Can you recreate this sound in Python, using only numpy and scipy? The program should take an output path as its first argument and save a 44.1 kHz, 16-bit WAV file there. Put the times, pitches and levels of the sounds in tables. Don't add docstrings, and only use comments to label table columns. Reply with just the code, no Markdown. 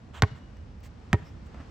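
import sys
import numpy as np
from scipy import signal
from scipy.fft import rfft, irfft, next_fast_len
from scipy.io import wavfile
from scipy.ndimage import map_coordinates

SR = 44100
rng = np.random.default_rng(int(sys.argv[2]) if len(sys.argv) > 2 else 0)


def materialize(psi):
    bounded = np.clip(np.atleast_2d(psi).T, -1, 1)
    quanta = np.round(bounded * 32767).astype(np.int16)
    wavfile.write(sys.argv[1], SR, quanta)


def decibels_to_gain(level_db):
    exponent = np.asarray(level_db, float) / 20
    return 10 ** exponent


N = 74970


def unit(x):
    return x / np.sqrt(np.mean(x ** 2) + 1e-20)


def along(points, hz):
    f, v = np.transpose(points)
    return np.interp(np.log(hz + 1), np.log(f + 1), v)


def over_time(points):
    return np.interp(np.arange(N) / SR, *np.transpose(points))


def filtered(x, response):
    m = next_fast_len(x.shape[-1] + 8192)
    return irfft(rfft(x, m) * response(np.fft.rfftfreq(m, 1 / SR)), m)[..., :x.shape[-1]]


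def noise(spectrum, size):
    return unit(filtered(rng.standard_normal(size), lambda hz: decibels_to_gain(along(spectrum, hz))))


def wobble(rate):
    knots = rng.standard_normal(int(N * rate / SR) + 4)
    return map_coordinates(knots, [np.arange(N) * rate / SR])


def fade(t, t60):
    return (t >= 0) * decibels_to_gain(-60 * np.maximum(t, 0) / t60)


def tone(hz, t):
    return np.sin(2 * np.pi * hz * t)


THUMP_HZ, THUMP_START_HZ, SAG_S = 80, 270, .008
HOLD_S, THUMP_T60_S, THUMP_DB = .022, .047, -4.5


def thump(t, swell_s):
    turns = THUMP_HZ * t + (THUMP_START_HZ - THUMP_HZ) * SAG_S * (1 - np.exp(-t / SAG_S))
    swell = np.sin(np.pi / 2 * np.clip(t / swell_s, 0, 1)) ** 2
    decay = decibels_to_gain(-60 * np.maximum(t - HOLD_S, 0) / THUMP_T60_S)
    return -decibels_to_gain(THUMP_DB) * swell * decay * np.sin(2 * np.pi * turns)


SLAP_DB = [4.5, 6]
SLAP_TURNS = 5.73


def slap(t, k, slap_hz):
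    return -decibels_to_gain(SLAP_DB[k]) * fade(t, SLAP_TURNS / slap_hz) * tone(slap_hz, t)


# pitch_hz, first_bounce_db, second_bounce_db, t60_s
CAVITY = [(61, -8, -6.5, 0.11), (257, -1, -0.5, 0.038), (341.3, -21.5, -6, 0.059),
          (418.3, -17.5, -16, 0.14), (578, -15.5, -11.5, 0.018), (802, -12.5, -16, 0.042),
          (957, -20.5, -14.5, 0.051), (1075, -10.5, -22.5, 0.039), (1267, -18, -20, 0.017),
          (1293, -25, -11, 0.024), (1520, -5.5, -23, 0.019), (1861, -23.5, -18, 0.066),
          (2120, -12, -17, 0.019), (2337, -15.5, -17, 0.023)]


def deep_air(t, k, swell_s):
    ring = sum(decibels_to_gain(level_db[k]) * fade(t, t60) * tone(hz, t)
               for hz, *level_db, t60 in CAVITY if hz < 500)
    return np.clip(t / swell_s, 0, 1) ** 2 * ring


PRESSED = [0.8, 1]
# pitch_hz, level_db
SKIN = [(300, -43), (1500, 25), (2800, -23.5), (4000, -5), (7000, 2.5), (10000, -16.5), (12000, -9),
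        (15500, -1)]
# pitch_hz, level_db
RATTLE = [(250, 1.5), (700, -2.5), (1600, -19), (3000, -17.5), (8000, -40), (16000, -56)]
RATTLE_T60_S, RATTLE_DB = 0.051, -13


def strike(u, k, ring_share, crack_db):
    ring = 0
    for hz, *level_db, t60 in CAVITY:
        if hz > 500:
            phase = rng.random()
            ring = ring + decibels_to_gain(level_db[k]) * fade(u, t60 * ring_share) * np.sin(2 * np.pi * (hz * u + phase))
    crack = decibels_to_gain(crack_db) * fade(u, 0.0091) * noise(SKIN, size=len(u))
    rattle = decibels_to_gain(RATTLE_DB) * fade(u, RATTLE_T60_S) * noise(RATTLE, size=len(u))
    onset = np.clip(u / 0.00041, 0, 1)
    return onset * (ring + crack + rattle)


# start_s, level_db, slap_pitch_hz, peel_off_db, thump_swell_s
BOUNCES = [
    (0.222, -9, 3890, -4, 0.011),
    (1.1302, -11.5, 1960, -10, 0.0038),
]
BRIGHT_DB = [-2.5, -0.5]
CONTACT_S = .0122


def ball():
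    out, t = np.zeros(N + SR), np.arange(SR // 2) / SR
    for k, (start_s, level_db, slap_hz, peel_db, swell_s) in enumerate(BOUNCES):
        body = thump(t, swell_s) + slap(t, k, slap_hz) + deep_air(t, k, swell_s)
        landing = strike(t, k, PRESSED[k], BRIGHT_DB[k])
        peel = decibels_to_gain(peel_db) * strike(t - CONTACT_S, k, 1, -24)
        out[round(start_s * SR):][:len(t)] += decibels_to_gain(level_db) * (body + landing + peel)
    return out[:N]


# pitch_hz, level_db
BALL_LEAN = [(100, -1.4), (400, -.6), (1000, -2.6), (2400, -.6), (5000, 3), (15000, .3)]
# pitch_hz, lead_rad
BALL_LEAD = [(300, 0), (1300, -.8), (2600, -.6), (5000, -1), (9000, -1.6), (15000, -1.4)]


def ports(bounce):
    def response(hz):
        level = decibels_to_gain(np.outer([.5, -.5], along(BALL_LEAN, hz)))
        return level * np.exp(1j * np.outer([.5, -.5], along(BALL_LEAD, hz)))
    return filtered(bounce, response)


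# start_s, length_s, level_db, tilt_db_per_octave, hollow_depth_db
SCUFFS = [(0.133, 0.077, -47.5, -2.5, 6), (.345, 0.055, -61.5, -3, 2.5), (.567, 0.0056, -59.5, -5.5, -7),
          (.803, 0.0083, -56, 9, -3), (.828, 0.056, -53.5, -0.1, -1), (0.932, 0.34, -65.5, -6.5, 2.5),
          (1.18, 0.19, -67.5, 0.5, 7), (1.244, 0.064, -64, -7, -19), (1.456, 0.024, -62.5, 1, 4),
          (1.499, 0.18, -54.5, -7.5, 3.5), (1.542, 0.0081, -47, -8, -1.5), (1.599, .02, -49, -8.5, -3)]
# pitch_hz, level_db
GRIT = [(300, -8), (1000, 0.5), (2000, 3.5), (4000, -5), (7500, -5), (11000, -14.5), (15500, 1)]
# pitch_hz, share of the hollow depth
SOLE = [(600, 0.67), (1300, 1.05), (2100, -0.51), (3200, 1.2), (5300, -1.45), (7200, -0.027), (9000, -1)]
GRAINS_PER_S, GRAIN_SPREAD_DB = 2800, 3.5


def shoes():
    out = np.zeros((2, N + SR))
    for start_s, length_s, level_db, tilt_db, hollow_db in SCUFFS:
        u = np.arange(SR // 4) / SR / length_s

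        def colour(hz):
            tilt = tilt_db * np.log2(hz / 2000 + 0.075)
            return decibels_to_gain(along(GRIT, hz) + hollow_db * along(SOLE, hz) + tilt)

        hits = rng.random(len(u)) < GRAINS_PER_S / SR
        sizes = decibels_to_gain(GRAIN_SPREAD_DB * np.minimum(rng.exponential(size=len(u)), 2))
        grains = rng.standard_normal((2, len(u))) * (1.14 + hits * sizes)
        grit = unit(filtered(grains[0] + 0.55 * grains * [[0], [1]], colour))
        stroke = np.sin(np.pi / 2 * np.clip(np.minimum(u / 0.27, (1 - u) / 0.45), 0, 1))
        sides = decibels_to_gain([[level_db - .8], [level_db + 0.27]])
        out[:, round(start_s * SR):][:, :len(u)] += sides * stroke * grit
    return out[:, :N]


# start_s, level_db, pitch_hz, t60_s
LOW_THUDS = [
    (0.315, -30.5, 129, 0.13),
    (1.217, -36, 160.6, 0.15),
    (1.543, -41.5, 235, 0.037),
    (1.6, -36.5, 277, 0.046),
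]


def low_thuds():
    thuds = np.zeros(N)
    for start_s, level_db, hz, t60 in LOW_THUDS:
        u = np.arange(N) / SR - start_s
        thuds += decibels_to_gain(level_db) * fade(u, t60) * np.clip(u / 0.004, 0, 1) * tone(hz, u)
    return thuds * decibels_to_gain([[-.7], [.7]])


# pitch_hz, level_db, t60_s
POST = [(2896, -68.5, 1.8), (2903.4, -70, 1.8), (2200, -68, .6)]


def post():
    u = np.arange(N) / SR - BOUNCES[0][0] - .026
    return sum((-1) ** k * decibels_to_gain(level_db + 1.5 * wobble(30)) * fade(u, t60) * tone(hz, u)
               for k, (hz, level_db, t60) in enumerate(POST))


# pitch_hz, t60_s
TREES = [(100, 0.19), (1000, 0.77), (4000, 0.65), (12000, 0.25)]
# delay_s, level_db
HOUSES = [(.06, 6), (.095, 7), (.135, 6)]
ANSWER_DB, SPREAD_S = -23, .012
GAP = 700


def distance(x):
    hz, t, z = signal.stft(rng.standard_normal((2, SR // 2)), SR, nperseg=256)
    decay = decibels_to_gain(-60 * t / along(TREES, hz)[:, None])
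    tail = signal.istft(z * decay, SR, nperseg=256)[1]
    lag = np.arange(tail.shape[1]) / SR + GAP / SR
    lift_db = sum(level_db * np.exp(-((lag - delay_s) / SPREAD_S) ** 2) for delay_s, level_db in HOUSES)
    tail = tail * decibels_to_gain(lift_db)
    tail = tail / np.linalg.norm(tail[0])
    wet = signal.fftconvolve(np.pad(x, (GAP, 0))[None], tail, axes=1)[:, :N]
    return decibels_to_gain(ANSWER_DB) * (0.23 * wet[0] + .5 * wet)


# pitch_hz, likeness 0..1
ALIKE = [(60, 1), (200, 0.88), (500, 0.45), (1000, 0.067), (4000, 0.43), (15000, 0.067)]
# pitch_hz, level_db
LEAN = [(60, -2), (180, -2.5), (550, 1.5), (1650, 0.5), (4970, 5), (15000, -5)]


def rush(spectrum):
    def mid_side(hz):
        turn = np.arccos(np.clip(along(ALIKE, hz), -1, 1)) / 2
        return decibels_to_gain(along(spectrum, hz)) * [np.cos(turn), np.sin(turn)]
    mid, side = filtered(rng.standard_normal((2, N)), mid_side)
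    sides = np.array([mid + side, mid - side])
    return unit(filtered(sides, lambda hz: decibels_to_gain(np.outer([.5, -.5], along(LEAN, hz)))))


# start_s, level_db
TRAFFIC = [(0.0, -52.5), (0.104, -48.5), (0.278, -47.5), (0.942, -48.5), (1.264, -47.5), (1.7, -46)]
# pitch_hz, level_db
RUMBLE = [(13, -45), (22, -29), (46, -8.5), (75, -4), (134, -15.5), (247, -19), (264, -22.5), (351, -27),
          (500, -32.5), (650, -47), (1100, -120)]
# start_s, level_db
BREEZE = [(0, -61.5), (.4, -59.5), (.75, -61.5), (1.1, -59), (1.35, -59.5), (1.7, -56.5)]
# pitch_hz, level_db
AIR = [(300, -27), (450, -2), (1000, -6), (2200, -14.5), (3500, -20), (5500, -23), (11500, -39.5),
       (14500, -56)]


def town():
    rumble = decibels_to_gain(over_time(TRAFFIC) + 2.0 + 1.07 * wobble(9.8)) * rush(RUMBLE)
    hiss = decibels_to_gain(over_time(BREEZE) + 0.17 * wobble(3.4)) * rush(AIR)
    return rumble + hiss


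def scene():
    bounce = ball()
    return ports(bounce) + distance(bounce) + post() + low_thuds() + shoes() + town()


def top_cut(x):
    return signal.sosfilt(signal.butter(12, 17000, fs=SR, output="sos"), x)


# pitch_hz, level_db
MIC = [(8500, 1.5), (9200, -13.5), (10100, -10), (10600, -2), (12600, -2.5), (13600, -26), (15200, -5.5),
       (16800, -33)]


def record(dry):
    def response(hz):
        bass_cut = hz ** 4 / (hz ** 4 + 32 ** 4)
        return decibels_to_gain(along(MIC, hz)) * bass_cut
    mix = filtered(dry, response)
    return top_cut(mix)


dry = scene()
out = record(dry)
materialize(out)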